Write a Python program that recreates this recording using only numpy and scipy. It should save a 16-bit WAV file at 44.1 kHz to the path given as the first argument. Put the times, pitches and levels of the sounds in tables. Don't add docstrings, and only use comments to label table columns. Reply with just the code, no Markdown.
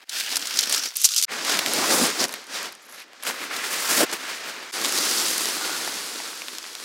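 import sys
import numpy as np
from scipy import signal
from scipy.fft import rfft, irfft, next_fast_len
from scipy.io import wavfile
from scipy.ndimage import uniform_filter1d

SR = 44100
rng = np.random.default_rng(int(sys.argv[2]) if len(sys.argv) > 2 else 0)


def persist_wave(psi):
    counts = np.round(np.clip(psi, -1, 1) * 32767).astype(np.int16)
    wavfile.write(sys.argv[1], SR, np.atleast_2d(counts).T)


def volts_from_db(level):
    exponent = np.asarray(level, float) / 20
    return 10 ** exponent


N = 301644
TIME = np.arange(N) / SR
SILENT_DB = -120.

# start_s, end_s
SPANS = ((0, .955), (.955, 1.252), (1.257, 3.224), (3.224, 4.713), (4.717, 6.84))
# crackles_per_s, size_spread_db, crackle_ms, crackle_share_db, flicker_db, fleck_hz, fleck_db
NYLON_GRAIN = (600, 4.4, 2.8, 2.2, 1.94, 2840, 1.7)
# t60_ms, rise_ms, broad_part_db, first_kick_over_tail
NYLON_SNAP = (8, 0.8, -2.5, 2.5)


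def unit(x):
    return x / np.sqrt(np.mean(x ** 2))


def band(x, low_hz, high_hz, order):
    return signal.sosfilt(signal.butter(order, (low_hz, high_hz), "band", fs=SR, output="sos"), x)


def fade_in(start_s, length_s):
    return np.clip((TIME - start_s) / length_s, 0, 1)


def walk(rate, n=N):
    hold = int(SR / rate)
    held = rng.standard_normal(n // 500)[np.arange(n) // hold]
    return unit(uniform_filter1d(uniform_filter1d(held, hold), hold))


def cloth(levels, tone, rate, spread_db, ms, share_db, flicker_db, fleck_hz, fleck_db):
    live = np.flatnonzero(levels[0] > -100)
    n = next_fast_len(len(live) + 4096)
    part = np.pad(levels[:, live], ((0, 0), (0, n - len(live))), constant_values=SILENT_DB)
    hz = np.maximum(np.arange(n // 2 + 1) * SR / n, 1)
    shared = crackle(rate, spread_db, ms, n)
    tug = walk(21.77, n)
    spectrum = 0
    for gain, db, grainy in zip(registers(tone, hz), part, (0.68, 0.71, 0.71, 0.78)):
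        own = crackle(rate, spread_db, ms, n)
        creases = 0.92 * shared ** 2 + 0.27 * own ** 2
        grain = np.sqrt(1 + (grainy * volts_from_db(share_db)) ** 2 * creases)
        flicker = volts_from_db(flicker_db * (tug + 0.49 * walk(30.12, n)))
        drive = grain * flicker * volts_from_db(db) * rng.standard_normal(n)
        scale = np.sqrt(np.mean(gain ** 2) * np.mean(drive ** 2) / np.mean(volts_from_db(db) ** 2))
        spectrum = spectrum + gain * rfft(drive) / scale
    whole = np.zeros(2 * N)
    whole[live[0]:live[0] + n] = irfft(spectrum, n)
    return whole[:N] + flecks(levels[0], rate, fleck_hz, fleck_db)


def registers(tone, hz):
    split_hz = (700, 2800, 8000)
    tone_hz, db = np.transpose(tone)
    gain = volts_from_db(np.interp(np.log(hz), np.log(tone_hz), db))
    low, mid, high = (1 / (1 + (edge / hz) ** 5) for edge in split_hz)
    return gain * np.sqrt([mid - high, 1 - low, low - mid, high])


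def crackle(rate, spread_db, ms, n):
    chance = rng.random((2, n))
    size_db = spread_db * np.minimum(-np.log(1 - chance[1]), 3)
    power = (chance[0] < rate / SR) * volts_from_db(size_db) ** 2
    for share in (.6, 1.4):
        power = signal.lfilter([1], [1, -np.exp(-1000 / (share * ms * SR))], power)[::-1]
    return unit(np.sqrt(np.abs(power)))


def flecks(swish_db, rate, hz, db):
    when, pitch, size = rng.random((N // 50, 3)).T
    wanted = np.arange(len(when)) < rate * N / SR
    heard = wanted & (swish_db[(when * N).astype(int)] > -100)
    start = (when[heard] * N).astype(int)[:, None]
    t = np.arange(256)
    turns = hz * 2.2 ** (2 * pitch[heard, None] - 1) * t / SR
    size_db = db + swish_db[start] - 3 * np.log(1 - .95 * size[heard, None])
    pops = volts_from_db(size_db) * np.sin(2 * np.pi * turns) * np.exp(-turns / 1.4) * np.minimum(turns, 1)
    return np.bincount((start + t).ravel(), pops.ravel(), N + 256)[:N]


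def follow(moves, law, span):
    usual_effort_db, usual_slack_db = -35, -10
    s, effort, slack = np.vstack(moves).T
    s = np.maximum.accumulate(s)
    effort, slack = (np.interp(TIME, s, column) for column in (effort, slack))
    rub, sheen = (db + per_effort * (effort - usual_effort_db) + per_slack * (slack - usual_slack_db)
                  for db, per_effort, per_slack in law)
    seen = (TIME >= span[0]) & (TIME <= span[1])
    return np.where(seen, [effort, effort + slack, rub, sheen], SILENT_DB)


def snaps(events, t60_ms, rise_ms, broad_db, kick):
    out, t = np.zeros(N + 1024), np.arange(1024) / SR
    rise = np.minimum(1000 * t / max(rise_ms, .1), 1)
    fall = volts_from_db(-60000 * t / max(t60_ms, 2)) * rise
    burst = fall * rng.standard_normal((48, 4, len(t)))[:len(events)]
    burst[:, :, np.argmax(fall)] = kick
    broad = band(burst[:, 0], 2000, 13700, 4)
    dull = band(burst[:, 1], 610, 1810, 4)
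    bright = band(burst[:, 2], 8700, 12200, 4)
    for k, (s, db, hz, dull_db, bright_db) in enumerate(events):
        fold = band(burst[k, 3], hz * .65, hz * 1.5, 2)
        parts = zip((broad_db, dull_db, bright_db, 0), (broad[k], dull[k], bright[k], fold))
        crack = sum(volts_from_db(part_db) * part / np.abs(part).max() for part_db, part in parts)
        i = int(s * SR)
        out[i:i + len(t)] += volts_from_db(db - 2.5) * crack / np.abs(crack).max()
    return out[:N]


def peg_bag():
    # start_s, effort_db, slack_db
    reaching = [
        (0, -60, -13),
        (.042, -60.5, -3),
        (.053, -70, -44),
        (.088, -55, -8),
    ]
    tug_1 = [(0.09, -41, -31), (.156, -29.5, -21), (.205, -26.5, -30), (.225, -32, -25), (.3, -34, -22),
             (.322, -30, -19), (.376, -29.5, -14)]
    tug_2 = [
        (.381, -38, -7),
        (.505, -31, -23),
        (.559, -30.5, -15),
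        (.589, -28, -19),
        (.672, -33.5, -12.5),
    ]
    pull_out = [
        (.738, -23, -21),
        (.762, -29, -21),
        (.81, -35, -18.5),
        (.87, -31.5, -16),
        (.9, -41.5, -24),
        (.95, -47, -32),
    ]
    # usual_db, db_per_db_effort, db_per_db_slack
    hand_law = ((-37.5, 0.65, 0.3), (-49, 1.2, 2.5))
    # pitch_hz, level_db
    colour = [(71, -57), (120, -30.5), (260, -13.5), (1200, -19.5), (1450, -14), (3840, -11.5),
              (4620, -8.5), (6800, -14), (10000, -14), (15700, -11)]
    # crackles_per_s, size_spread_db, crackle_ms, crackle_share_db, flicker_db, fleck_hz, fleck_db
    texture = (600, 9.5, 0.7, 1, 0.86, 4400, -1)
    # start_s, peak_db, pitch_hz, dull_db, bright_db
    fold_events = [(0.015, -40, 3400, -1, -25), (0.093, -14.5, 5040, -38, -17),
                   (0.2004, -20, 5500, -25, -20), (0.315, -17, 4660, -13, -20),
                   (0.3312, -17, 3230, -7, -12), (0.356, -5, 4820, -23, -12), (0.3669, -5, 6060, -16.5, -8),
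                   (0.393, -18, 5900, -18, -17), (0.415, -15, 5680, -24, -18),
                   (0.4234, -15, 3790, -19, -17), (0.4374, -29, 3740, -23, -21),
                   (0.4566, -16, 6100, -26, -27), (0.47, -12, 5760, -21, -24),
                   (0.5072, -12, 3570, -21, -23), (0.539, -13.5, 4570, -19, -21),
                   (0.5581, -16, 6080, -26, -23), (0.571, -8, 5600, -29, -20), (0.589, 0.5, 5040, -37, -18),
                   (0.608, -22, 4030, -25, -17), (0.619, -17, 4320, -24, -24), (0.628, -12, 5210, -24, -23),
                   (0.6345, -11, 4500, -26, -23), (0.6945, -7.5, 4830, -14, 0),
                   (0.7236, -4.5, 5500, -19, -7), (0.7446, -6, 5450, -21, -22),
                   (0.761, -13, 8150, -24, -20), (0.7774, -9, 4840, -25, -22),
                   (0.793, -12.5, 5520, -26, -20), (0.8353, -15, 5430, -18, -19),
                   (0.8562, -13, 4960, -29, -25), (0.886, -19, 5500, -29, -16),
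                   (0.9044, -30, 5040, -21, -21)]
    # t60_ms, rise_ms, broad_part_db, first_kick_over_tail
    snap_shape = (31, 1.6, -9.5, 2.5)
    slide = cloth(follow([reaching, tug_1, tug_2, pull_out], hand_law, SPANS[0]), colour, *texture)
    scene_change_s = .042
    fade = np.where(TIME < scene_change_s, 1, fade_in(scene_change_s, .015))
    return (slide + snaps(fold_events, *snap_shape)) * fade


def pegs():
    # start_s, effort_db, slack_db
    rattling = [(.955, -29.5, -26), (.989, -31.5, -26), (1.0425, -30, -28), (1.045, -16, -31),
                (1.059, -16, -36), (1.072, -29, -32), (1.08, -35, -30), (1.125, -29.5, -33),
                (1.161, -35.5, -23)]
    rattling_again = [(1.1625, -21, -42), (1.171, -27.5, -34), (1.186, -23, -36), (1.208, -31.5, -25),
                      (1.223, -36, -29), (1.226, -22, -32), (1.252, -30.5, -28)]
    # usual_db, db_per_db_effort, db_per_db_slack
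    hand_law = ((-37, 0.3, 0.067), (-40.5, 1.56, 0.084))
    # pitch_hz, level_db
    colour = [(47, -65), (80, -40), (559, -27), (700, -39), (1410, -17.5), (1840, -26), (2740, -12.5),
              (6070, 0), (14100, -23.5), (15700, -30)]
    # crackles_per_s, size_spread_db, crackle_ms, crackle_share_db, flicker_db, fleck_hz, fleck_db
    texture = (970, 5, .8, 2, 1.2, 5500, 0.61)
    # start_s, peak_db, pitch_hz, dull_db, bright_db
    knock_events = [(0.9554, -24, 8890, -35, -17), (0.9624, -16, 5910, -34, -10),
                    (0.9679, -5.5, 10500, -42, -2), (1.0001, -18, 4870, -39, -12),
                    (1.0054, -17, 8900, -33, -18), (1.0163, -4.5, 7420, -37, -19),
                    (1.023, -11, 6060, -30, -13), (1.037, -3, 7100, -37, -18), (1.043, 2, 5600, -41, -12),
                    (1.0486, -5, 5990, -44, -14), (1.053, -1, 6260, -22, -8), (1.089, -10, 4650, -35, -17),
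                    (1.1084, -21, 5590, -30, -13), (1.1183, -13, 4640, -29, -17),
                    (1.1375, -10, 4470, -33, -22), (1.163, -1, 5370, -36, -15),
                    (1.1794, -8.5, 6200, -30, -21), (1.183, -7, 6000, -39, -26),
                    (1.1984, -12, 5700, -32, -18), (1.2143, -7, 5590, -32, -17),
                    (1.2246, -1.5, 5860, -42, -24), (1.237, -1, 6050, -39, -18),
                    (1.245, -3.5, 5500, -34, -22)]
    # t60_ms, rise_ms, broad_part_db, first_kick_over_tail
    knock_shape = (13, 0.85, -8, 3.5)
    slide = cloth(follow([rattling, rattling_again], hand_law, SPANS[1]), colour, *texture)
    knocks = snaps(knock_events, *knock_shape)
    return (slide + knocks + ring(.7 * slide + knocks)) * (TIME < SPANS[1][1])


def ring(x):
    # pitch_hz, level_db, t60_s
    peg_modes = [(4665, -9, .02), (10400, -4, .012), (11950, -2, .013), (13800, 2, .015), (14050, 2, .015)]
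    out = 0
    for hz, db, t60_s in peg_modes:
        r = 1000 ** (-1 / (t60_s * SR))
        resonator = [1, -2 * r * np.cos(2 * np.pi * hz / SR), r * r]
        out = out + volts_from_db(db) * (1 - r) * 2 * signal.lfilter([1, 0, -1], resonator, x)
    return out


def sack():
    # start_s, effort_db, slack_db
    dragging = [
        (1.257, -85, 3),
        (1.291, -50, 0),
        (1.321, -37.5, -4),
        (1.42, -37, -5.5),
        (1.488, -29.5, -12),
        (1.56, -28, -5.5),
        (1.704, -29.5, -3.5),
    ]
    heaving = [
        (1.86, -25, -5.5),
        (1.94, -26, 2),
        (2.03, -27, -1),
        (2.153, -29.5, -8.5),
        (2.215, -29.5, -0.5),
        (2.252, -28.5, 2.5),
    ]
    shaking = [(2.263, -40.5, 1.5), (2.374, -41.5, -2.5), (2.464, -50, -7), (2.547, -31, -9.5),
               (2.655, -39.5, -6.5), (2.703, -45, -2.5), (2.721, -47, -6), (2.787, -57.5, -3)]
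    dangling = [(2.919, -55, -4), (2.942, -48, -7), (2.996, -52.5, -7.5), (3.008, -48, -10),
                (3.04, -52, -11), (3.048, -59, 0), (3.11, -63.5, 2), (3.222, -51.5, -6)]
    # usual_db, db_per_db_effort, db_per_db_slack
    hand_law = ((-35.5, 0.76, 0.13), (-41.5, 1.25, 0.49))
    # pitch_hz, level_db
    colour = [(71, -35.5), (120, -21), (226, -9), (294, -6.5), (500, -6.5), (850, -8), (1500, -5),
              (2890, -7), (5010, -3.5), (7530, -9.5), (15700, -23.5)]
    # start_s, peak_db, pitch_hz, dull_db, bright_db
    drag_events = [(1.3175, -19, 3840, -20, -28), (1.4954, -7, 4680, -10, -21),
                   (1.5254, -20, 3570, -10, -19), (1.5424, -18, 3690, -16, -19),
                   (1.572, -7, 5880, -15, -19), (1.5902, -1.5, 3420, -12, -27),
                   (1.5935, -4, 3270, -13, -24), (1.661, -4.5, 3460, -21, -23),
                   (2.102, -12.5, 4120, -16, -18), (2.2403, -0.5, 4560, -16, -29),
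                   (2.2922, -16, 3879, -6, -14), (2.3277, -20, 4150, -12, -11),
                   (2.339, -12.5, 3300, -7, -1), (2.3443, -20, 2730, -15, -19),
                   (2.6565, -15.5, 3380, -11, -23), (2.7234, -27, 13500, -22, -8),
                    (2.7282, -30, 3910, -19, -19), (2.751, -34, 2421, -15, -17),
                    (2.7954, -39, 2000, -10, -21), (2.924, -25, 6610, -12, -17),
                    (2.9464, -35, 2190, -9, -13), (3.0204, -30, 2440, -19, -25),
                    (3.0394, -36, 4440, -11, -24), (3.0814, -41, 2370, -13, -30)]
    slide = cloth(follow([dragging, heaving, shaking, dangling], hand_law, SPANS[2]), colour, *NYLON_GRAIN)
    folds = snaps(drag_events, *NYLON_SNAP)
    return (slide + folds) * fade_in(SPANS[2][0], 0.036)


def bundle():
    # start_s, effort_db, slack_db
    gathering = [(3.226, -44.5, -16), (3.28, -30.5, -3), (3.332, -37.5, -6), (3.44, -37.5, -3),
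                 (3.495, -42.5, -4), (3.57, -32.5, -6.5), (3.62, -36.5, -10), (3.65, -33.5, -9),
                 (3.7, -36, -10)]
    hauling = [(3.712, -32, -7.5), (3.885, -32.5, -12), (3.9, -28, -6), (3.955, -28, -6),
               (3.968, -24.5, -5), (3.99, -24, -0.5), (4.034, -28, 7.5), (4.046, -33, 6)]
    setting_down = [
        (4.056, -42, -9),
        (4.123, -42.5, 1),
        (4.129, -31.5, 1),
        (4.174, -38.5, -7),
        (4.341, -39.5, -9),
        (4.425, -44, -5),
        (4.491, -34.5, -5.5),
        (4.575, -45.5, -0.5),
        (4.713, -43, -7.5),
    ]
    # usual_db, db_per_db_effort, db_per_db_slack
    hand_law = ((-33, 0.61, 0.1556), (-37, 1.67, 0.01))
    # pitch_hz, level_db
    colour = [(71, -38), (120, -23.5), (260, -8), (500, -6.5), (850, -9), (1700, -4.5), (3100, -6.5),
              (4800, -4), (8000, -9.5), (15700, -20)]
    # start_s, peak_db, pitch_hz, dull_db, bright_db
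    fold_events = [(3.2256, -19.5, 4680, -24, -16), (3.2314, -25, 2760, -21, -2),
                   (3.235, -14, 2310, -17, 5), (3.2514, -16, 4820, -19, -20),
                   (3.267, -11.5, 2130, -21, -17), (3.273, -12.5, 2540, -19, -18),
                   (3.29, -22, 1780, -15, -18), (3.299, -14, 1220, -14, -20), (3.3087, -14, 1960, -12, -19),
                   (3.3424, -25, 1570, -14, -21), (3.439, -18, 1540, -18, -23),
                   (3.522, -21, 1885, -16, -22), (4.125, -22, 1310, -22, -19),
                   (4.1357, -18, 1480, -15, -21), (4.6263, -27, 1950, -8, -23)]
    slide = cloth(follow([gathering, hauling, setting_down], hand_law, SPANS[3]), colour, *NYLON_GRAIN)
    return slide + snaps(fold_events, *NYLON_SNAP)


def fly():
    # start_s, effort_db, slack_db
    lifting = [
        (4.718, -40, -18),
        (4.748, -31.5, -9),
        (4.778, -32, -3.5),
        (4.88, -28, -8),
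        (4.981, -28, -8.5),
    ]
    settling = [
        (5.215, -27.5, -11),
        (5.52, -30, -10),
        (5.706, -31.5, -8),
        (6.023, -34, -10.5),
        (6.688, -41.5, -12.5),
        (6.837, -40, -13),
    ]
    # usual_db, db_per_db_effort, db_per_db_slack
    hand_law = ((-38.5, 0.91, 0.6), (-39, 1.5, -0.44))
    # pitch_hz, level_db
    colour = [(71, -47), (120, -23), (184, -9.5), (333, -0.5), (665, -6), (1420, -2), (2950, -5.5),
              (4620, -3), (5550, -4.5), (10400, -11.5), (15700, -21.5)]
    # crackles_per_s, size_spread_db, crackle_ms, crackle_share_db, flicker_db, fleck_hz, fleck_db
    texture = (293, 4, 0.3, -3.5, 0.78, 3898.5, -8)
    # start_s, peak_db, pitch_hz, dull_db, bright_db
    fold_events = [(4.7301, -23, 5160, -12, -19), (4.8469, -5, 4590, -17, -21),
                   (4.8554, -5.5, 4260, -16, -18), (4.977, -6, 5600, -12, -16),
                   (5.3968, -14, 4600, -19, -15), (5.4104, -14, 5300, -16, -18),
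                   (5.4454, -22, 4140, -20, -13), (5.4564, -5, 6000, -14, -15),
                   (5.472, -19, 3910, -19, -18), (5.6115, -13, 5540, -3, -17), (5.6494, -16, 3960, -4, -18),
                   (6.5196, -28, 3730, -20, -19), (6.584, -10, 5230, -18.5, -23),
                   (6.6283, -21, 5370, -22, -17), (6.731, -19, 3720, -22, -23),
                   (6.7517, -14.5, 4800, -21, -25)]
    tick_events = [(5.512, -25, 2500, -8, -25), (5.676, -14, 1600, -6, -25), (5.694, -18, 900, -7, -25),
                   (5.876, -14, 750, 3, -25), (6.201, -16.5, 1905, -2, -25), (6.287, -24, 2000, -14, -27),
                   (6.33, -23, 1499, 0, -25), (6.419, -15, 2310, -6, -23), (6.483, -12.5, 2600, -18, -25),
                   (6.49, -26, 1310, -10, -25), (6.641, -21, 2300, -14, -23), (6.652, -25, 1690, -18, -25),
                   (6.7595, -25, 1710, -9, -25)]
    # t60_ms, rise_ms, broad_part_db, first_kick_over_tail
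    snap_shape = (9.5, 0.3, -7, 4.5)
    slide = cloth(follow([lifting, settling], hand_law, SPANS[4]), colour, *texture)
    folds = snaps([*fold_events, *tick_events], *snap_shape)
    return (slide + folds) * fade_in(SPANS[4][0], 0.012)


def ridges():
    # start_s, end_s, pitch_hz, width_hz, level_db
    rubs = [(0.094, 0.43, 3160, 950, -39), (0.52, 0.91, 5500, 1000, -33), (2.0, 2.05, 236, 70, -25),
            (1.89, 1.96, 386, 88, -31), (1.28, 1.38, 1770, 1300, -37), (2.82, 3.04, 10900, 3100, -52),
            (1.61, 2.08, 1060, 570, -33.5), (2.19, 2.26, 5100, 2600, -25.5), (2.86, 2.9, 1460, 590, -53),
            (2.8, 2.98, 6600, 1600, -56), (0.16, 0.22, 5300, 2200, -40), (3.83, 3.96, 1270, 570, -34),
            (0.1, 0.43, 1680, 380, -43), (0.41, 0.88, 1490, 610, -41), (3.5, 3.7, 1860, 1300, -35),
            (1.88, 2.084, 9300, 3400, -29.5), (2.995, 3.045, 2400, 950, -46), (2.92, 2.97, 1650, 700, -50),
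            (3.12, 3.22, 1550, 550, -61), (4.9, 5.35, 5250, 1500, -32), (5.6, 5.86, 1460, 140, -38.5)]
    out = np.zeros(N)
    grit = crackle(300, 2.5, 1.9, N) * volts_from_db(2.6 * walk(40))
    noise = grit * rng.standard_normal(N)
    for t0, t1, hz, width_hz, db in rubs:
        span = slice(int(t0 * SR), int(t1 * SR))
        swell = np.abs(np.sin(np.pi * (TIME[span] - t0) / (t1 - t0))) ** 0.24
        out[span] += volts_from_db(db) * swell * unit(band(noise[span], hz - width_hz / 2, hz + width_hz / 2, 2))
    return out


def more_fold_snaps():
    # start_s, peak_db, pitch_hz, dull_db, bright_db
    more_snaps = [(.6728, -15, 6000, -12, -5), (.9207, -31, 1900, 0, -14), (1.449, -11, 3600, -16, -8.5),
                  (1.481, -12.5, 1210, -2, -14), (1.682, -11, 3200, -12, -16), (1.735, 0.5, 7560, -14, -15),
                  (2.883, -35, 5800, -25, -20), (3.002, -27, 5600, -8, -9), (3.132, -27.5, 4000, -6, -23)]
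    return snaps(more_snaps, *NYLON_SNAP)


def frost_pricks():
    # start_s, peak_db, pitch_hz
    pricks = [(0.4074, -21, 6550), (0.6084, -9, 7000), (0.6574, -17, 7770), (1.0754, -16, 6390),
              (1.1452, -10, 6400), (2.2144, -12, 6010), (2.2694, -33, 6020), (2.2824, -21, 7630),
              (2.3096, -29, 8080), (2.3144, -36, 6760), (2.324, -23, 8900), (2.3634, -40, 7080),
              (2.4164, -38, 6000), (2.4409, -34, 7760), (2.4604, -44, 7510), (2.4678, -29, 6600),
              (2.8644, -38, 11300), (3.4494, -25, 7950), (3.5653, -17, 6730), (5.0194, -21, 7650),
              (5.3794, -7, 7050), (5.6694, -21, 7090),
              (2.6289, -18, 5910), (2.7506, -29, 5810), (4.1144, -19, 5420), (4.3844, -34, 5160),
                   (4.4094, -33, 5570), (4.796, -23, 5920), (4.8144, -13, 5430), (4.8407, -12, 5440),
                   (4.8614, -12, 6160), (4.8864, -14, 5760), (4.9234, -9, 5310), (4.9524, -14, 6900),
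                   (4.9844, -14, 6980)]
    # t60_ms, rise_ms, broad_part_db, first_kick_over_tail
    prick_shape = (5.5, 2, -10, 0)
    return snaps([(*prick, -40, -6) for prick in pricks], *prick_shape)


def parting():
    length_s, level_db = .046, -34
    apart = sum(np.sin(np.pi * fade_in(s, length_s)) for s in (1.904, 5.039))
    return volts_from_db(level_db) * apart * unit(band(rng.standard_normal(N), 4000, 10000, 4))


def scene():
    mono = peg_bag() + pegs() + sack() + bundle() + fly()
    mono = mono + ridges() + more_fold_snaps() + frost_pricks()
    side = parting()
    return np.array([mono + side, mono - side])


def overload_kick():
    # start_s, level_db, pitch_hz
    thump = (1.045, -47, 160)
    kick_s, kick_db, kick_hz = thump
    turn = 2 * np.pi * kick_hz * np.maximum(TIME - kick_s, 0)
    return volts_from_db(kick_db) * turn * np.exp(1 - turn)


def top_cut(x):
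    return signal.sosfilt(signal.butter(12, 16290, fs=SR, output="sos"), x)


def record(dry):
    cut = signal.sosfilt(signal.butter(3, 120, "high", fs=SR, output="sos"), dry)
    cut = cut + overload_kick()
    cut = signal.sosfiltfilt(signal.ellip(8, .1, 40, 15800, fs=SR, output="sos"), cut)
    mix = np.clip(cut, -.99, .99)
    return top_cut(mix)


dry = scene()
out = record(dry)
persist_wave(out)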